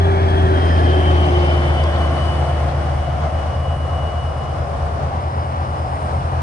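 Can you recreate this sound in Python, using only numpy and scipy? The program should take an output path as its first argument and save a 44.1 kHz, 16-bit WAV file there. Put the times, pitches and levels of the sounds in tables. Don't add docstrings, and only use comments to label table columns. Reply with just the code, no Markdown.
import sys
import numpy as np
from scipy import signal
from scipy.fft import rfft, irfft
from scipy.io import wavfile
from scipy.ndimage import map_coordinates

SR = 44100
rng = np.random.default_rng(int(sys.argv[2]) if len(sys.argv) > 2 else 0)


def store_wav(level_fs):
    pcm = np.round(np.clip(np.atleast_2d(level_fs), -1, 1) * 32767)
    wavfile.write(sys.argv[1], SR, pcm.T.astype(np.int16))


N = 283122
TIME = np.arange(N) / SR

# pitch in Hz, relative level per Hz in dB.
ROAD_SPECTRUM = [(22, -81), (36, -60.5), (55, -51), (130, -48.5), (200, -63), (400, -69.5), (560, -58),
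                 (740, -53.5), (920, -64), (1120, -62), (1800, -76), (4200, -87.5), (5500, -87.5),
                 (7200, -96.5), (8400, -100)]
# time in seconds, change of level in dB.
ROAD_SWELL_DB = [(0, -0.5), (1.2, -1.5), (2.6, 3.5), (3.6, 1), (5, 1.7), (5.4, -1.7), (6.42, 1.9)]
# pitch in Hz, likeness from -1 to 1.
ROAD_LIKENESS = [(60, 1), (120, 0.9), (250, 0.73), (520, 0.48), (750, 0.49), (1060, -0.31), (2170, 0.27),
                 (4460, -0.093), (9000, -0.055)]
# pitch in Hz, relative level per Hz in dB.
HIDDEN_TYRE_SPECTRUM = [(200, -78), (450, -76), (580, -57.5), (720, -58.5), (900, -52.5), (1050, -59),
                        (1250, -78), (3000, -100)]
# pitch in Hz, relative level per Hz in dB.
ARRIVAL_TYRE_SPECTRUM = [(100, -63.5), (300, -62.5), (500, -61.5), (830, -56.5), (1100, -56.5),
                         (1500, -68.5), (2200, -78.5), (4000, -86.5), (8000, -105)]
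# pitch in Hz, relative level per Hz in dB.
HISS_SPECTRUM = [(3000, -110), (7000, -101), (7900, -92.5), (8550, -93), (9200, -85.5), (9800, -93.5),
                 (10500, -100)]
# time in seconds, level in dB.
HISS_LEVEL = [(0.08, -54.5), (0.6, -51), (2.3, -50), (3.22, -55), (3.82, -54), (5.63, -56.5), (6.02, -51),
              (6.35, -55)]
# time in seconds, relative level in dB.
CHIRR_SWELLS = [(0, -72), (.4, -66), (.6, -51), (.75, -46.5), (1.05, -62), (1.25, -58), (1.48, -47.5),
                (1.8, -64), (2.5, -70), (2.75, -57), (3.15, -72), (3.58, -59), (3.8, -72), (4.1, -72),
                (4.35, -57.5), (4.5, -61), (4.65, -56), (4.78, -66), (5.1, -64), (5.24, -55), (5.41, -52.5),
                (5.51, -62), (5.62, -55.5), (5.74, -56), (5.85, -51.5), (6.02, -58), (6.18, -56),
                (6.32, -68)]
CHIRR_HZ, CHIRR_CORE_HZ, CHIRR_SKIRT_HZ = 5070, 110, 360
# time abreast in seconds, distance of its lane
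# in metres, middle of the gap in seconds, half time in the gap in seconds, relative level in dB.
CAR_PASSES = [(0.399, 35.5, 2.11, 0.57, -6), (2.6, 27.6, 4.29, 1, -9.5)]
# pitch in Hz, relative level per Hz in dB.
CAR_TYRE_SPECTRUM = [(200, -76), (700, -58.5), (900, -80), (1040, -57.5), (1250, -65), (1800, -81),
                     (4000, -92), (8000, -108)]
# time in seconds, level of its main note in dB.
SINGING_LEVEL = [(0, -59), (3.5, -43), (4.45, -43), (4.6, -32.5), (4.82, -34), (5.1, -43), (6.42, -47)]
ONCOMING_HZ, ONCOMING_HZ_PER_S = 84.27, .046
# time in seconds, level of its firing in dB.
ONCOMING_SWELLS = [(0, -41.5), (2.4, -29.5), (2.95, -35.5), (3.6, -25), (4.05, -25.5), (4.55, -30),
                   (4.9, -29), (5.4, -24), (5.85, -30), (6.42, -22)]

ABREAST_S, SPEED_M_S, LANE_M = .59, 34.5, 42.1
SOUND_M_S = 343
HUM_HZ, WHINE_HZ = 147, 3200
# time in seconds, firing rate before the Doppler shift in Hz.
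FIRING_RATE = [(.5, 83.41), (3, 82.82), (6.42, 82.75)]
# multiple of the two-turn engine cycle, relative level in dB.
EXHAUST_ORDERS = [(4, -24.5), (5, -26.5), (6, 1.5), (8, -38), (10, -41.5), (12, -15), (16, -27),
                  (18, -24.5), (20, -28.5), (22, -25.5), (26, -30), (28, -27.5)]
# multiple of the engine cycle, relative level in dB.
GEAR_TONES = [(41, -39.5), (57, -39), (82, -33), (115, -43.5)]
# pitch in Hz, relative level per Hz in dB.
ENGINE_RUSH_SPECTRUM = [(30, -63.5), (85, -44), (130, -46), (200, -53), (270, -46), (400, -48.5),
                        (700, -72), (1150, -56), (1400, -59.5), (1750, -60), (2200, -78.5), (3300, -70),
                        (5000, -91), (8000, -105)]
# pitch in Hz, relative level per Hz in dB.
TRUCK_TYRE_SPECTRUM = [(100, -59.5), (400, -64), (560, -49.5), (750, -50), (900, -57.5), (1000, -64),
                       (1500, -65), (2000, -65), (2600, -73.5), (3250, -72), (3900, -87), (5000, -82),
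                       (6200, -85), (7200, -97), (8400, -96), (9500, -96)]
# pitch in Hz, relative level per Hz in dB.
GROOVE_SPECTRUM = [(1500, -79), (2600, -78), (3300, -73), (3900, -78.5), (4650, -78), (5200, -99),
                   (6000, -88), (7000, -100)]
# time in seconds, level in dB.
HUM_SWELLS = [(0, -46), (.8, -42), (1.2, -32.5), (3, -29), (3.4, -36.5), (3.8, -30), (4.25, -38),
              (4.75, -32.5), (5.4, -39), (6.42, -41)]
# time in seconds, level in dB.
DRONE_SWELLS = [(0, -24.5), (.4, -25), (.53, -21.5), (.73, -35), (.86, -25), (1.05, -26.5), (1.17, -31),
                (1.35, -22.5), (1.6, -27), (1.8, -36), (2.15, -34.5), (3.2, -47), (4.6, -57)]
# middle in seconds, half length in seconds,
# pitch before the Doppler shift in Hz, width in Hz, peak level in dB.
TRUCK_HOWLS = [(2.05, 0.2, 165, 32, -30), (1.2, 0.17, 180, 40, -34), (2.07, 0.14, 310, 50, -35),
               (0.13, 0.09, 1590, 11, -39), (0.38, 0.04, 1900, 70, -43), (.2, .15, 2200, 130, -42),
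               (.6, .06, 1910, 40, -39.5), (.72, .04, 1820, 20, -38), (.96, .14, 1745, 20, -37),
               (1.3, .25, 2330, 110, -46.5), (1.1, .25, 920, 60, -39), (1.9, 0.28, 1690, 66, -42),
               (1.03, 0.17, 3200, 170, -40), (1.6, 0.29, 2400, 50, -39), (1.85, 0.2, 3570, 110, -43),
               (0.26, .15, 4800, 500, -51), (1.7, 0.089, 4900, 440, -59), (2.27, 0.14, 4950, 450, -50)]
# time in seconds, relative level in dB.
WHINE_SWELLS = [(0, -41), (.25, -41.5), (.55, -42), (.7, -42), (.9, -39.5), (1.1, -37), (1.25, -34),
                (1.5, -36.5), (1.8, -41.5), (2.15, -42), (2.33, -39), (2.42, -44.5), (2.57, -45),
                (2.66, -54), (2.76, -52), (2.83, -46.5), (2.96, -49), (3.07, -45.5), (3.26, -55),
                (3.42, -46), (4.05, -40.5), (4.43, -44.5), (4.66, -57), (4.82, -54.5), (5.2, -56),
                (5.85, -54.5), (6.42, -57)]
# middle in seconds, half length in seconds, change in dB.
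WHINE_FLARE_ROWS = [(.68, .075, 6.5), (.81, .018, -8), (.91, .045, 6.5), (1.09, .022, 7), (1.13, .02, -8),
                    (1.26, .035, 6), (1.325, .018, -12), (1.37, .02, 5), (1.5, .06, 5.5), (1.6, .015, -7),
                    (1.68, .035, 3.5), (1.8, .028, 7.5), (1.86, .02, -8), (2.04, .035, 4.5), (2.1, .02, -7),
                    (4.15, .025, -4), (4.33, .03, -6)]
# time in seconds, left minus right in dB.
WHINE_BALANCE = [(.3, -2), (.68, -6), (.95, -1), (1.5, -2.5), (1.85, 3.5), (2.35, 6), (2.7, 1), (3.8, -3.5),
                 (4.5, -3.5), (5, -1)]

FACING_RAD, PORT_MS = 1.16, 0.46
# pitch in Hz, left minus right in dB.
LEFT_COLOUR = [(60, 1), (230, 0.5), (430, 0), (750, 3.5), (1100, 2), (1700, 0), (2200, -1), (2900, 8.5),
               (3600, 3), (4700, 0), (6400, 8.5), (7500, 4.5), (9300, 0)]
EDGE_HZ = 9800


def gain_of(db):
    return 10 ** (np.asarray(db) / 20)


def evened(x):
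    return x / np.sqrt(np.mean(x ** 2) + 1e-20)


def curves(rows):
    s, *columns = np.transpose(rows)
    return [np.interp(TIME, s, c) for c in columns]


def read(points):
    hz, value = np.transpose(points)
    bins_hz = np.fft.rfftfreq(N, 1 / SR)
    return np.interp(np.log(bins_hz + 1), np.log(hz + 1), value)


def noise(spectrum):
    shaped = rfft(rng.standard_normal(N)) * gain_of(read(spectrum))
    return irfft(shaped, N) * np.sqrt(SR / 2)


def drift(rate_hz):
    hz = np.fft.rfftfreq(N, 1 / SR)
    smooth = np.exp(-.5 * (hz / rate_hz) ** 2)
    return evened(irfft(rfft(rng.standard_normal(N)) * smooth, N))


def gusts(depth_db, rate_hz):
    return gain_of(depth_db * drift(rate_hz))


def swell(middle_s, half_s):
    return np.exp(-((TIME - middle_s) / half_s) ** 2)


def tone(hz, rough, width_hz):
    rough = np.clip(rough, 0, 1)
    scatter = (drift(width_hz) + 1j * drift(width_hz)) / np.sqrt(2)
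    turn = np.exp(2j * np.pi * (np.cumsum(hz * np.ones(N)) / SR))
    return np.sqrt(2) * ((np.sqrt(1 - rough ** 2) + rough * scatter) * turn).real


def ports(x, lead_ms):
    half = lead_ms * SR / 2000
    return np.array([map_coordinates(x, [np.arange(N) + side * half], order=3, mode="mirror")
                     for side in (1, -1)])


def ground_echo(x, rate_hz, depth_ms):
    late = (2 + depth_ms * np.tanh(drift(rate_hz))) * SR / 1000
    return map_coordinates(x, [np.arange(N) - late], order=3, mode="mirror")


def glided(x, doppler):
    return map_coordinates(x, [np.cumsum(doppler)], order=3, mode="mirror")


def drive_by(abreast_s, lane_m=LANE_M):
    bearing = np.arctan2(SPEED_M_S * (TIME - abreast_s), lane_m)
    doppler = 1 / (1 + SPEED_M_S / SOUND_M_S * np.sin(bearing))
    spread_db = 20 * np.log10(np.cos(bearing))
    return doppler, spread_db, PORT_MS * np.sin(FACING_RAD - bearing)


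def beamed(level_db, lag_s, steepness):
    return gain_of(level_db + steepness * drive_by(ABREAST_S + lag_s)[1])


def road():
    same = np.clip(read(ROAD_LIKENESS), -1, 1)
    mid, side = (irfft(rfft(noise(ROAD_SPECTRUM)) * np.sqrt((1 + sign * same) / 2), N) for sign in (1, -1))
    level = gain_of(curves(ROAD_SWELL_DB)[0]) * gusts(depth_db=0.95, rate_hz=6.2)
    return np.array([mid + side, mid - side]) * level


def treble():
    hiss = evened(noise(HISS_SPECTRUM)) * gain_of(curves(HISS_LEVEL)[0])
    return ports(hiss * gusts(depth_db=0.86, rate_hz=12), lead_ms=0.033)


def arrival():
    early = ports(noise(HIDDEN_TYRE_SPECTRUM) * swell(middle_s=0.09, half_s=.7), lead_ms=.5)
    screened_db, clear_s, rise_s = -15, 4.85, .3
    screened = (1 - np.tanh((TIME - clear_s) / rise_s)) / 2
    level = gain_of(screened_db * screened) * gusts(depth_db=1.0, rate_hz=5.8)
    return early + ports(noise(ARRIVAL_TYRE_SPECTRUM) * level, lead_ms=0.42)


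def insect():
    core = tone(CHIRR_HZ, rough=1, width_hz=CHIRR_CORE_HZ)
    skirt = 0.79 * tone(CHIRR_HZ, rough=1, width_hz=CHIRR_SKIRT_HZ)
    level = gain_of(curves(CHIRR_SWELLS)[0] - 4.0) * gusts(depth_db=1.5, rate_hz=20)
    return ports((core + skirt) * level, lead_ms=.39)


def tick(s, level_db, length):
    snap = evened(noise([(2500, -22), (4100, -8), (4800, 6), (5600, -8),
                         (7000, -12), (8200, -11), (10000, -24)]))
    return snap * gain_of(level_db) * swell(s, length) * gain_of([[-2], [1]])


def cars():
    sweeps, gap_db = 0, 14
    for abreast_s, lane_m, gap_s, half_s, db in CAR_PASSES:
        _, spread_db, lead_ms = drive_by(abreast_s, lane_m)
        level_db = db + spread_db + gap_db * swell(gap_s, half_s)
        tyres = noise(CAR_TYRE_SPECTRUM) * gain_of(level_db) * gusts(depth_db=1.0, rate_hz=3.9)
        sweeps = sweeps + ports(tyres, lead_ms)
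    note = tone(565, rough=.2, width_hz=3) + gain_of(-12) * tone(1466, rough=0.49, width_hz=7)
    low_roar = tone(410, rough=1, width_hz=60) * gain_of(-42) * swell(middle_s=4.88, half_s=.4)
    return sweeps + ports(note * gain_of(curves(SINGING_LEVEL)[0]) + low_roar, lead_ms=0.34)


def oncoming_truck():
    hz = ONCOMING_HZ + ONCOMING_HZ_PER_S * TIME
    firing = tone(hz, rough=.08, width_hz=.7)
    middle = gain_of(-7.0) * tone(hz * 3 / 2, rough=0.23, width_hz=0.43)
    upper = gain_of(-25.5) * tone(2 * hz, rough=0.23, width_hz=1.6)
    return (firing + middle + upper) * gain_of(curves(ONCOMING_SWELLS)[0])


def grooves():
    level = beamed(level_db=0.5, lag_s=0.59, steepness=2.1) * gusts(depth_db=2.0, rate_hz=16)
    screen = gain_of(-8 * swell(middle_s=.1, half_s=0.54))
    return np.array([noise(GROOVE_SPECTRUM), noise(GROOVE_SPECTRUM)]) * level * screen


def howls():
    doppler, _, _ = drive_by(ABREAST_S)
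    return sum(tone(hz * doppler, rough=1, width_hz=width_hz) * gain_of(db) * swell(s, half_s)
               for s, half_s, hz, width_hz, db in TRUCK_HOWLS)


def whine():
    doppler = drive_by(ABREAST_S)[0]
    lead_ms = np.maximum(drive_by(ABREAST_S - .14, lane_m=30)[2], 0)
    pan = gain_of(np.array([[.5], [-.5]]) * curves(WHINE_BALANCE)[0])
    nearness = beamed(level_db=0, lag_s=.2, steepness=3)
    hz = WHINE_HZ * doppler + (2 + 9 * nearness) * drift(rate_hz=25)
    core = tone(hz, rough=.22, width_hz=16)
    skirt = (.2 + .25 * nearness) * tone(hz, rough=1, width_hz=70)
    flutter_db = 1.5 * np.tanh(drift(rate_hz=35)) - .6
    flicker_depth_db = np.interp(TIME, (.4, .6, 4.4, 4.8), (4, .8, 1.2, 4))
    flicker_db = flicker_depth_db * np.tanh(drift(rate_hz=9))
    flares_db = sum(db * swell(s, half_s) for s, half_s, db in WHINE_FLARE_ROWS)
    level_db = curves(WHINE_SWELLS)[0] + flares_db + flutter_db + flicker_db
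    return ports((core + skirt) * gain_of(level_db), lead_ms) * pan


def passing_truck():
    doppler, spread_db, _ = drive_by(ABREAST_S)
    lead_ms = drive_by(ABREAST_S + 0.22)[2]
    firing_hz = curves(FIRING_RATE)[0] * doppler
    cycle_hz = firing_hz / 6
    cycles = np.cumsum(cycle_hz) / SR
    exhaust = np.sqrt(2) * sum(gain_of(db) * np.cos(2 * np.pi * round(k) * cycles)
                               for k, db in EXHAUST_ORDERS)
    exhaust = exhaust * gain_of(1.07 * spread_db - 15.5)

    hum = tone(HUM_HZ * doppler, rough=0.17, width_hz=0.73) * gain_of(curves(HUM_SWELLS)[0])
    tread = tone(27.05 * cycle_hz, rough=.15, width_hz=6)
    drone = tread * gain_of(curves(DRONE_SWELLS)[0])

    engine = beamed(level_db=-0.8, lag_s=0.12, steepness=2.98)
    gears = sum(tone(k * cycle_hz, rough=0.36, width_hz=2.6) * gain_of(db) for k, db in GEAR_TONES)
    firing_pulse = 1 + 0.19 * np.cos(2 * np.pi * np.cumsum(firing_hz) / SR)
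    rush = glided(noise(ENGINE_RUSH_SPECTRUM), doppler) * firing_pulse

    rolling = beamed(level_db=-3.0, lag_s=0.74, steepness=1.69)
    tyres = noise(TRUCK_TYRE_SPECTRUM) * rolling * gusts(depth_db=-0.2, rate_hz=3)
    roar = rush * engine + tyres
    roar = roar + .3 * ground_echo(roar, rate_hz=1.2, depth_ms=.8)
    spread = np.array([noise(TRUCK_TYRE_SPECTRUM), noise(TRUCK_TYRE_SPECTRUM)]) * rolling * gain_of(1.5)
    directed = exhaust + hum + drone + gears * engine + howls() + roar
    return ports(directed, lead_ms) + spread + whine()


def scene():
    background = road() + treble() + arrival() + insect()
    snap = tick(s=1.839, level_db=-32, length=.0025)
    return background + snap + cars() + oncoming_truck() + grooves() + passing_truck()


def record(dry):
    tilt = gain_of(read(LEFT_COLOUR))
    colour = np.array([tilt, np.ones_like(tilt)]) / np.sqrt((1 + tilt ** 2) / 2)
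    wind_filter = gain_of(read([(15, -24), (25, -11), (33, -4), (45, 0)]))
    heard = irfft(rfft(dry) * colour * wind_filter, N)
    lowpass = signal.firwin(511, EDGE_HZ, window=("kaiser", 9), fs=SR)
    return signal.oaconvolve(heard, lowpass[None], "same")


dry = scene()
out = record(dry)
store_wav(out)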